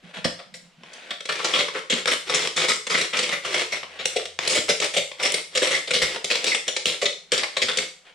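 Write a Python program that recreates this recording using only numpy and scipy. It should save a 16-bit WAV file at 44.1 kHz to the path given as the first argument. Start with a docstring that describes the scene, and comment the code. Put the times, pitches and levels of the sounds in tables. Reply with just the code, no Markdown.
"""In a cluttered shed, dry bait pellets are crushed in a hand-twisted plastic grinder above a bucket.
The grinder is picked up from the bench and closed; at each twist the pressure builds, crumbs grind
and pellets snap between its teeth. Each brittle fracture is a burst of impulses that excites the wall
and the air of the hollow pot and jolts the hands. Now and then the halves creak or lurch.
The open plastic bucket resonates and the small room reverberates, over quiet air and a faint hum."""
import sys
import numpy as np
from scipy import signal
from scipy.fft import rfft, irfft, next_fast_len
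from scipy.io import wavfile

SR = 44100
rng = np.random.default_rng(int(sys.argv[2]) if len(sys.argv) > 2 else 0)


def write(x):
    x = np.atleast_2d(x).T
    wavfile.write(sys.argv[1], SR, np.round(np.clip(x, -1, 1) * 32767).astype(np.int16))


N = 358974
SIZE = 8192  # samples in a force burst or a filter design

# spectrum of a snap heard through the plastic wall: f/Hz, level/dB
WALL_SPECTRUM = [(200, -28.5), (330, -3.5), (850, -11.5), (1230, -5.5), (1580, -7), (2130, 2.5),
                 (2620, -2.5), (3350, 1), (4500, -5.5), (5500, -6), (6400, -12), (7500, -11), (9200, -15.5),
                 (10800, -30.5), (15500, -41.5)]
# spectrum of a dull jolt of the whole grinder: f/Hz, level/dB
JOLT_SPECTRUM = [(22, -39.5), (60, -8.5), (115, -15), (155, 8), (230, 1.5), (340, 4.5), (600, -20)]
# how the hands hold the pot: t/s, cavity pitch f/Hz, cavity level/dB and jolt level/dB re the snap
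GRIP = [(1.1, 580, -17, -24), (1.4, 477, -10.5, -24), (3, 442, -14.5, -20), (3.7, 548, -13, -23),
        (5, 527, -11, -25.5), (5.7, 479, -10, -24), (6.5, 467, -13, -26), (7.05, 500.6, -13.5, -24.5),
        (7.8, 462.6, -14, -26.5)]
# twists of the hands: start t/s, length/s, level/dB at full pressure
TWISTS = [(1.268, 0.36, -27), (1.728, 0.065, -35.5), (1.894, 0.11, -32.5), (2.055, 0.082, -26),
          (2.248, 0.21, -25), (2.553, 0.099, -24.5), (2.894, 0.16, -30.5), (3.109, 0.22, -34),
          (3.42, 0.21, -26), (3.704, 0.069, -33), (4.0, 0.22, -39.5), (4.39, 0.19, -25.5),
          (4.677, 0.033, -27), (4.808, 0.052, -25.5), (4.935, 0.046, -39), (5.167, 0.222, -33),
          (5.5, 0.287, -31), (5.851, 0.3, -33.5), (6.21, 0.32, -32), (6.663, 0.031, -38.5),
          (6.853, 0.1, -35), (7.306, 0.13, -33), (7.49, 0.34, -34.5)]


def pellet_breaks(piece_hz=(900, 10000), rim_hz=1220, scatter=0.33, count=5):
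    """Brittle fracture: the pieces snap through the wall, excite the pot's air and jolt the grinder."""
    # loudest breaks and knocks of plastic: t/s, crumbling time/s, level/dB, tilt/(dB per octave)
    loud_breaks = [(0.243, 0.0045, -20, -1.5), (0.388, 0.0065, -38.5, -6), (0.539, 0.0052, -36.5, 5),
                   (0.834, 0.001, -44, -7), (0.932, 0.0021, -42, 3.5), (1.106, 0.0031, -25.5, -2.5),
                   (1.205, 0.0016, -34, -1.5), (1.254, 0.0019, -32, 0.5), (1.289, 0.0043, -21, -1.5),
                   (1.322, 0.0016, -27, -0.5), (1.393, 0.004, -27, -7.5), (1.444, 0.0044, -19.5, -1.5),
                   (1.535, 0.0093, -14.5, -3.5), (1.585, 0.0075, -18.5, -2.5), (1.682, 0.0021, -28, -3),
                   (1.745, 0.01, -25.5, -8.5), (1.898, 0.0078, -18, 3), (1.923, 0.0044, -19, -4),
                   (2.057, 0.00061, -23.5, -1), (2.072, 0.0051, -18, -0.5), (2.115, 0.0057, -19, 2.5),
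                   (2.296, 0.0021, -22, -1), (2.344, 0.0039, -17.5, 3), (2.473, 0.0003, -24, -1),
                   (2.561, 0.011, -18, 0.5), (2.682, 0.0092, -15, 1), (2.717, 0.0012, -23, 1),
                   (2.867, 0.0026, -27, -0.5), (2.897, 0.014, -18, -1), (2.941, 0.0053, -16.5, -4),
                   (2.975, 0.0056, -20.5, 1), (3.01, 0.0034, -23, 2.5), (3.129, 0.012, -19, -2),
                   (3.168, 0.0043, -23, 3.5), (3.189, 0.0031, -19, 0.5), (3.227, 0.0049, -21, 3),
                   (3.291, 0.0012, -25.5, -2), (3.323, 0.0055, -20, -0.5), (3.447, 0.006, -26, -2),
                   (3.541, 0.0031, -20, -0.5), (3.72, 0.0039, -23, -1.5), (3.829, 0.0032, -32.5, -5),
                   (3.99, 0.0092, -27, -3.5), (4.055, 0.0012, -19.5, 5.5), (4.161, 0.0036, -22.5, 4.5),
                   (4.254, 0.0013, -31, 0), (4.389, 0.00057, -23, -2.5), (4.414, 0.00068, -40, -3.5),
                   (4.475, 0.0017, -20.5, 7.5), (4.493, 0.012, -19.5, 6), (4.548, 0.0096, -18, 6.5),
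                   (4.689, 0.0055, -15.5, 0.5), (4.8, 0.0013, -23.5, 3.5), (4.842, 0.0021, -25, 6.5),
                   (4.936, 0.0067, -24, 0.5), (4.964, 0.0059, -16, 1), (5.115, 0.0012, -35.5, -4.5),
                   (5.193, 0.0099, -24.5, -2), (5.225, 0.0077, -18.5, 2), (5.251, 0.0057, -18, -1.5),
                   (5.321, 0.00019, -29, 15), (5.34, 0.0021, -20, 3.5), (5.55, 0.006, -19.5, -1.5),
                   (5.572, 0.0023, -19.5, 2.5), (5.618, 0.011, -16.5, 0), (5.67, 0.003, -22, 1),
                   (5.707, 0.0077, -19.5, 0), (5.741, 0.0074, -24.5, 7), (5.873, 0.0052, -28, -2.5),
                   (5.906, 0.0027, -20, 0), (5.932, 0.01, -15, -0.5), (6.017, 0.0057, -15.5, 1.5),
                   (6.159, 0.002, -28.5, -5.5), (6.243, 0.0018, -23.5, 6), (6.301, 0.0069, -16, 1),
                   (6.353, 0.0021, -22.5, 1.5), (6.442, 0.00095, -23, 1.5), (6.463, 0.011, -17, 0.5),
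                   (6.546, 0.0024, -20, 0.5), (6.678, 0.003, -20, 0), (6.764, 0.0019, -21.5, -2),
                   (6.856, 0.00067, -19, 2.5), (6.86, 0.012, -18.5, 3.5), (7.015, 0.0062, -21, -1),
                   (7.055, 0.0029, -16.5, 1.5), (7.319, 0.00049, -20.5, 4), (7.32, 0.0077, -18, 0),
                   (7.377, 0.002, -22, 1.5), (7.433, 0.0017, -22.5, -6.5), (7.566, 0.0033, -19.5, -1),
                   (7.617, 0.0049, -16.5, 2), (7.684, 0.0053, -19.5, -3), (7.771, 0.0022, -21.5, 5.5),
                   (7.784, 0.0024, -20.5, 3)]
    # the rim's open clack, which fades as the halves close up: t/s, level/dB at its resonance
    rim_clack = [(3.1, 3.5), (5.2, -3)]
    out, jolt = np.zeros(N), response(JOLT_SPECTRUM)
    grip_s, grip_hz, grip_cavity_db, grip_jolt_db = np.transpose(GRIP)
    for start, crumble_s, db, tilt_db in loud_breaks + small_breaks():
        pitches = np.geomspace(*piece_hz, count) * np.exp(scatter * rng.uniform(-1.22, 1, count))
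        # small, high pieces are more numerous than large ones
        pieces = [unit(force_burst(crumble_s, np.sqrt(hz / piece_hz[0]))) for hz in pitches]
        force = sum(pieces)
        snap = sum(through(piece, chip_ring(hz)) for piece, hz in zip(pieces, pitches))
        rim_gain = undb(np.interp(start, *np.transpose(rim_clack)))
        snap += (rim_gain - 1) * resonance(snap, rim_hz, q=3.3)
        cavity = pot_air(np.interp(start, grip_s, grip_hz))
        # weaker breaks sound hollower
        cavity_db = np.interp(start, grip_s, grip_cavity_db) + 0.18 * (-13.5 - db)
        sound = unit(through(snap, response(WALL_SPECTRUM, tilt_db)))
        sound += undb(cavity_db) * unit(through(force, cavity))
        sound += undb(np.interp(start, grip_s, grip_jolt_db)) * unit(through(force, jolt))
        add(out, start, undb(db) * sound)
    return out


def small_breaks(crumble_s=0.0013, above_db=2, spread_db=3, tilt_db=-1, count=60):
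    """Fracture under load: rows of lesser breaks at random times, as strong as the hands press."""
    timing, strength, sizes = rng.random((count, 3)).T
    starts = (np.arange(count) + timing) / count * (N - 1)
    load_db = 20 * np.log10(pressure(TWISTS)[starts.astype(int)] + 1e-9)
    levels = load_db + above_db + spread_db * (2 * strength - 1)
    return [(start / SR, crumble_s * (.5 + size), db, tilt_db)
            for start, size, db in zip(starts, sizes, levels) if db > -50]


def force_burst(scale_s, density=1, rate=1200, spread_db=1.0, limit=64):
    """Impulsive excitation: a run of tiny, uneven impulses that swells and thins out."""
    delay_s = rng.gamma(2, 1, limit) * scale_s
    force = rng.choice([-1, 1], limit) * undb(spread_db * np.minimum(rng.exponential(1, limit), 4))
    active = np.arange(limit) < density * (3 + rate * scale_s)
    return np.bincount(np.minimum(delay_s * SR, SIZE - 1).astype(int), force * active, SIZE)


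def chip_ring(hz, q=1.64, decay_s=0.00086, click=0.49, size=256):
    """Free vibration of one piece: a cluster of heavily damped modes around its pitch."""
    ring = unit(rng.standard_normal(size) * np.exp(-np.arange(size) / SR / decay_s))
    ring[0] += click
    return resonance(ring, hz, q)


def pot_air(hz):
    """Cavity resonance: the impulse response of the air in the pot at a given pitch."""
    # spectrum of the pot between cupped hands: multiple of its pitch, level/dB
    cavity_spectrum = [(.25, -42.5), (.56, -15.5), (0.801, -5), (1.019, -1), (1.2, -3.5), (1.5, -17),
                       (3, -64.5)]
    return response([(hz * multiple, db) for multiple, db in cavity_spectrum])


def hollow_knocks(push_s=0.004, q=1.8):
    """Impact excitation of a cavity: a soft blow sets the air in the pot ringing."""
    # knocks of the grinder in the cupped hands: t/s, level/dB
    knocks = [(0.244, -25), (0.388, -41.5), (1.746, -29), (4.159, -23), (4.555, -23), (4.689, -24),
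              (4.962, -24.5), (5.619, -21), (7.02, -23), (7.322, -24.5)]
    out = np.zeros(N)
    grip_s, grip_hz, *_ = np.transpose(GRIP)
    for start, db in knocks:
        hz = np.interp(start, grip_s, grip_hz)
        blow = through(force_burst(push_s), pot_air(hz))
        add(out, start, undb(db) * unit(resonance(blow, hz, q)))
    return out


def lurches(slip_s=0.00299):
    """Sudden release of load: the teeth give way and the halves slip round with a jolt and a thud."""
    # slips of the halves: t/s, jolt level/dB, thud level/dB
    slips = [(0.247, -26.5, -36), (1.923, -31, -68), (2.115, -39, -63), (4.571, -31.5, -42),
             (4.699, -40, -52), (4.98, -40, -50), (6.02, -41, -38), (6.86, -41, -49), (7.32, -41.5, -46),
             (7.632, -50, -46.5), (7.783, -45, -52)]
    # spectrum of the deep thud: f/Hz, level/dB
    thud_spectrum = [(22, -11), (55, 8), (90, 8), (130, 6), (250, -42)]
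    out, jolt, thud = np.zeros(N), response(JOLT_SPECTRUM), response(thud_spectrum)
    for start, jolt_db, thud_db in slips:
        force = force_burst(slip_s)
        add(out, start, undb(jolt_db) * unit(through(force, jolt)))
        add(out, start, undb(thud_db) * unit(through(force, thud)))
    return out


def creaks(slip_s=0.0048, q=7):
    """Stick-slip friction: a short run of slips keeps one mode of the wall ringing."""
    # the plastic halves bind: t/s, f/Hz, level/dB
    binds = [(1.365, 2400, -41), (5.742, 2034, -19), (6.515, 2130, -19)]
    out = np.zeros(N)
    for start, hz, db in binds:
        mode = resonance(force_burst(slip_s), hz, q)
        add(out, start, undb(db) * unit(resonance(mode, hz, q)))
    return out


def grinding(wall_db=-0.5, cavity_db=-10, jolt_db=-24):
    """Granular friction: crumbs scrape round the pot, and their ticks drive its wall, air and body."""
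    mean_hz = np.mean(GRIP, axis=0)[1]
    pot = undb(wall_db) * unit(response(WALL_SPECTRUM, tilt_db=-1.5))
    pot += undb(cavity_db) * unit(pot_air(mean_hz))
    pot += undb(jolt_db) * unit(response(JOLT_SPECTRUM))
    return through(ticks(rate=2500, spread_db=3.0) * pressure(TWISTS), pot)


def sliding(low_cut_hz=260):
    """Sliding friction: plastic catches and slips in fine, dull ticks."""
    # the grinder slides on the bench and its halves slide together: t/s, length/s, peak level/dB
    slides = [(0.02, 0.092, -50), (0.132, 0.055, -36.5), (0.77, 0.37, -42), (3.87, 0.16, -43),
              (8.04, 0.063, -51)]
    # spectrum of sliding plastic: f/Hz, level/dB
    slide_spectrum = [(150, -45), (250, -10.5), (569, -2.5), (1270, -10.5), (1460, -3.5), (3380, -5),
                      (5550, -19.5), (9130, -26.5), (15000, -60)]
    low_cut = signal.butter(2, low_cut_hz, "high", fs=SR, output="sos")
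    plastic = unit(signal.sosfilt(low_cut, response(slide_spectrum)))
    return through(ticks(rate=3000, spread_db=2.7) * pressure(slides), plastic)


def pressure(strokes, grab_share=0.23, build_db_per_s=33, release_s=0.0087):
    """Friction noise grows with load: its gain as each stroke takes hold, builds up and lets go."""
    out = np.zeros(N)
    for start, length, db in strokes:
        first = int(start * SR)
        age = np.arange(min(SR // 2, N - first)) / SR
        grab = np.minimum(age / (grab_share * length), 1)
        build = undb(db - build_db_per_s * np.maximum(length - age, 0))
        release = np.exp(-np.maximum(age - length, 0) / release_s)
        out[first:first + len(age)] += grab * build * release
    return out


def ticks(rate, spread_db):
    """Shot noise of unit RMS: random contacts of uneven force, at a mean rate per second."""
    contacts = (rng.random(N) < rate / SR) * rng.choice([-1, 1], N)
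    force = undb(spread_db * np.minimum(rng.exponential(1, N), 5))
    return np.sqrt(N) * unit(contacts * force)


def bench_bumps(push_s=0.01):
    """Soft impact: a slow push draws a low knock from the bench."""
    # the body shifts at the bench: t/s, level/dB
    bumps = [(0.017, -44.5), (0.164, -41), (0.459, -54), (0.523, -51.5), (0.589, -52), (0.766, -52.5),
             (0.809, -53)]
    # spectrum of a bump: f/Hz, level/dB
    bench_spectrum = [(50, -26), (120, -11.5), (175, 7.5), (230, -10), (330, -15), (900, -52)]
    out, bench = np.zeros(N), response(bench_spectrum)
    for start, db in bumps:
        add(out, start, undb(db) * unit(through(force_burst(push_s), bench)))
    return out


def bucket_ring(dry):
    """Sympathetic resonance: damped modes of the open bucket and the shed ring along."""
    # modes: f/Hz, level/dB at resonance, T60/s
    modes = [(179.3, -3.5, 0.59), (236.4, 12.5, 0.18), (502, 1, 0.37), (516, 6.5, .35), (1218, -16, 0.16),
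             (2180, 3.5, 0.49)]
    t, ring = np.arange(SR // 2) / SR, 0
    for hz, db, t60 in modes:
        damping = np.log(1000) / t60
        ring += undb(db) * 2 * damping / SR * np.exp(-damping * t) * np.cos(2 * np.pi * hz * t)
    return through(dry, ring)


def moving_echoes(dry, step_s=.3, places=6):
    """Echoes depend on source position: as the hands move, patterns cross-fade at constant power."""
    position = np.arange(N) / SR / step_s
    distances = [np.abs((position - k) % places - places / 2) for k in range(places)]
    return sum(shed_echoes(dry * np.cos(np.pi / 2 * np.minimum(d, 1))) for d in distances)


def shed_echoes(dry, room_db=-3, near_s=0.0012, near_db=1.0):
    """Reflection from one position: a diffuse tail in the middle, early echoes and tail at the sides."""
    # side-signal spectrum of the near reflections: f/Hz, level/dB
    near_width = [(60, -8), (150, -11.5), (450, -13), (750, -26), (1300, -7), (2400, -7), (4400, -10.5),
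                  (8000, 0.5), (15000, -2)]
    # side-signal spectrum of the tail: f/Hz, level/dB
    tail_width = [(60, -1), (250, -17.5), (500, -8), (1100, 1), (3000, -6), (15000, 4.5)]
    tail = undb(room_db) * room_tail()
    t = np.arange(len(tail)) / SR
    near = unit(rng.standard_normal(len(t)) * t * np.exp(-t / near_s))
    lateral = undb(near_db) * through(near, response(near_width))
    lateral += undb(room_db) * through(room_tail(), response(tail_width))
    mid, side = through(dry, tail), through(dry, lateral)
    return np.array([mid + side, mid - side])


def room_tail(t60_low=0.31, t60_mid=0.32, t60_high=0.4, low_db=-3, build_s=0.0092, bend=1.054):
    """Reverberation: diffuse echoes build up among the clutter and die away band by band."""
    t = np.arange(SR * 3 // 5) / SR
    noise = rng.standard_normal(len(t))
    low = signal.sosfilt(signal.butter(2, 350, fs=SR, output="sos"), noise)
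    below_treble = signal.sosfilt(signal.butter(2, 6000, fs=SR, output="sos"), noise)
    bands = [(undb(low_db) * low, t60_low), (below_treble - low, t60_mid),
             (noise - below_treble, t60_high)]
    tail = sum(band * np.exp(-np.log(1000) * (t / t60) ** bend) for band, t60 in bands)
    return unit(tail * np.sqrt(1 - np.exp(-t / build_s)))


def to_the_left(sound):
    """Interaural level difference: most bands are a little louder at the left ear."""
    # left ear re right ear: f/Hz, level/dB
    left_lead = [(60, 4), (110, -0.5), (200, 0.5), (380, 0.5), (700, 0.5), (1290, 1.5), (2380, 2),
                 (4400, 1.0), (8120, 0.0), (15000, 4)]
    hz, db = np.transpose(left_lead)
    size = next_fast_len(N)
    bin_hz = np.arange(size // 2 + 1) * SR / size
    lead_db = np.interp(np.log(bin_hz + 1), np.log(hz), db)
    ear_gains = undb(np.array([lead_db, -lead_db]) / 2)
    return irfft(rfft(sound, size) * ear_gains, size)[:, :N]


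def background(air_db=-60.5, side_db=-7, hum_hz=86):
    """Ambient noise: the quiet air of the shed and a faint low hum that comes and goes."""
    # spectrum of the still air: f/Hz, relative level/dB
    air_spectrum = [(25, -7), (110, -33), (165, 5.5), (300, -16.5), (550, -4), (1000, -9), (3000, -7),
                    (8000, -23), (15000, -42)]
    # envelope of the hum: t/s, level/dB
    hum_levels = [(0, -78), (2, -104), (2.4, -67), (3.1, -84), (3.7, -71), (4.4, -64), (5.2, -74),
                  (8.1, -85)]
    t, air = np.arange(N) / SR, response(air_spectrum)
    mid, side = (np.sqrt(N) * unit(through(rng.standard_normal(N), air)) for _ in range(2))
    hum_rms = undb(np.interp(t, *np.transpose(hum_levels)))
    hum = np.sqrt(2) * hum_rms * np.sin(2 * np.pi * hum_hz * t)
    return undb(air_db) * (mid + undb(side_db) * np.array([side, -side])) + hum


def response(spectrum, tilt_db=0):
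    """Minimum-phase impulse response of a spectrum (f/Hz, level/dB), tilted per octave about 3 kHz."""
    hz, db = np.transpose(spectrum)
    octave = np.log2(np.maximum(np.arange(SIZE // 2 + 1), 1) * SR / SIZE)
    tilt = tilt_db * np.clip(octave - np.log2(3000), -1.5, 1.5)
    roll_off = -20 * np.maximum(octave - np.log2(hz[-1]), 0)
    gain = undb(np.interp(octave, np.log2(hz), db) + tilt + roll_off)
    cepstrum = irfft(np.log(gain))
    cepstrum[1:SIZE // 2] *= 2  # folding onto positive time makes the response causal
    cepstrum[SIZE // 2 + 1:] = 0
    return irfft(np.exp(rfft(cepstrum)))[:SIZE // 2]


def resonance(x, hz, q):
    """A second-order resonator with unit gain at its pitch."""
    return signal.lfilter(*signal.iirpeak(min(hz, SR / 3), q, fs=SR), x)


def through(x, ring):
    """Convolution with an impulse response, cut to the input's length."""
    return signal.oaconvolve(x.astype(np.float32), ring.astype(np.float32))[:len(x)]


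def add(out, start, sound):
    """Superposition: mix a sound in, scaled so that unit energy equals unit power over 10 ms."""
    i = int(start * SR)
    part = sound[:max(N - i, 0)]
    out[i:i + len(part)] += part * np.sqrt(SR / 100)


def unit(x):
    """Normalisation to unit energy."""
    return x / np.sqrt(np.sum(x ** 2) + 1e-18)


def undb(db):
    """Decibels to amplitude ratio."""
    return 10 ** (np.asarray(db) / 20)


def scene():
    """Direct sound, resonance and echoes add; the grinder is a little to the left, over the bucket."""
    direct = pellet_breaks() + hollow_knocks() + lurches() + creaks()
    direct += grinding() + sliding() + bench_bumps()
    return to_the_left(direct + bucket_ring(direct) + moving_echoes(direct)) + background()


def record(dry):
    """Band limiting: a steep low-pass removes the treble above 15 kHz."""
    return signal.sosfilt(signal.ellip(8, .2, 70, 15000, fs=SR, output="sos"), dry)


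dry = scene()
out = record(dry)
write(out)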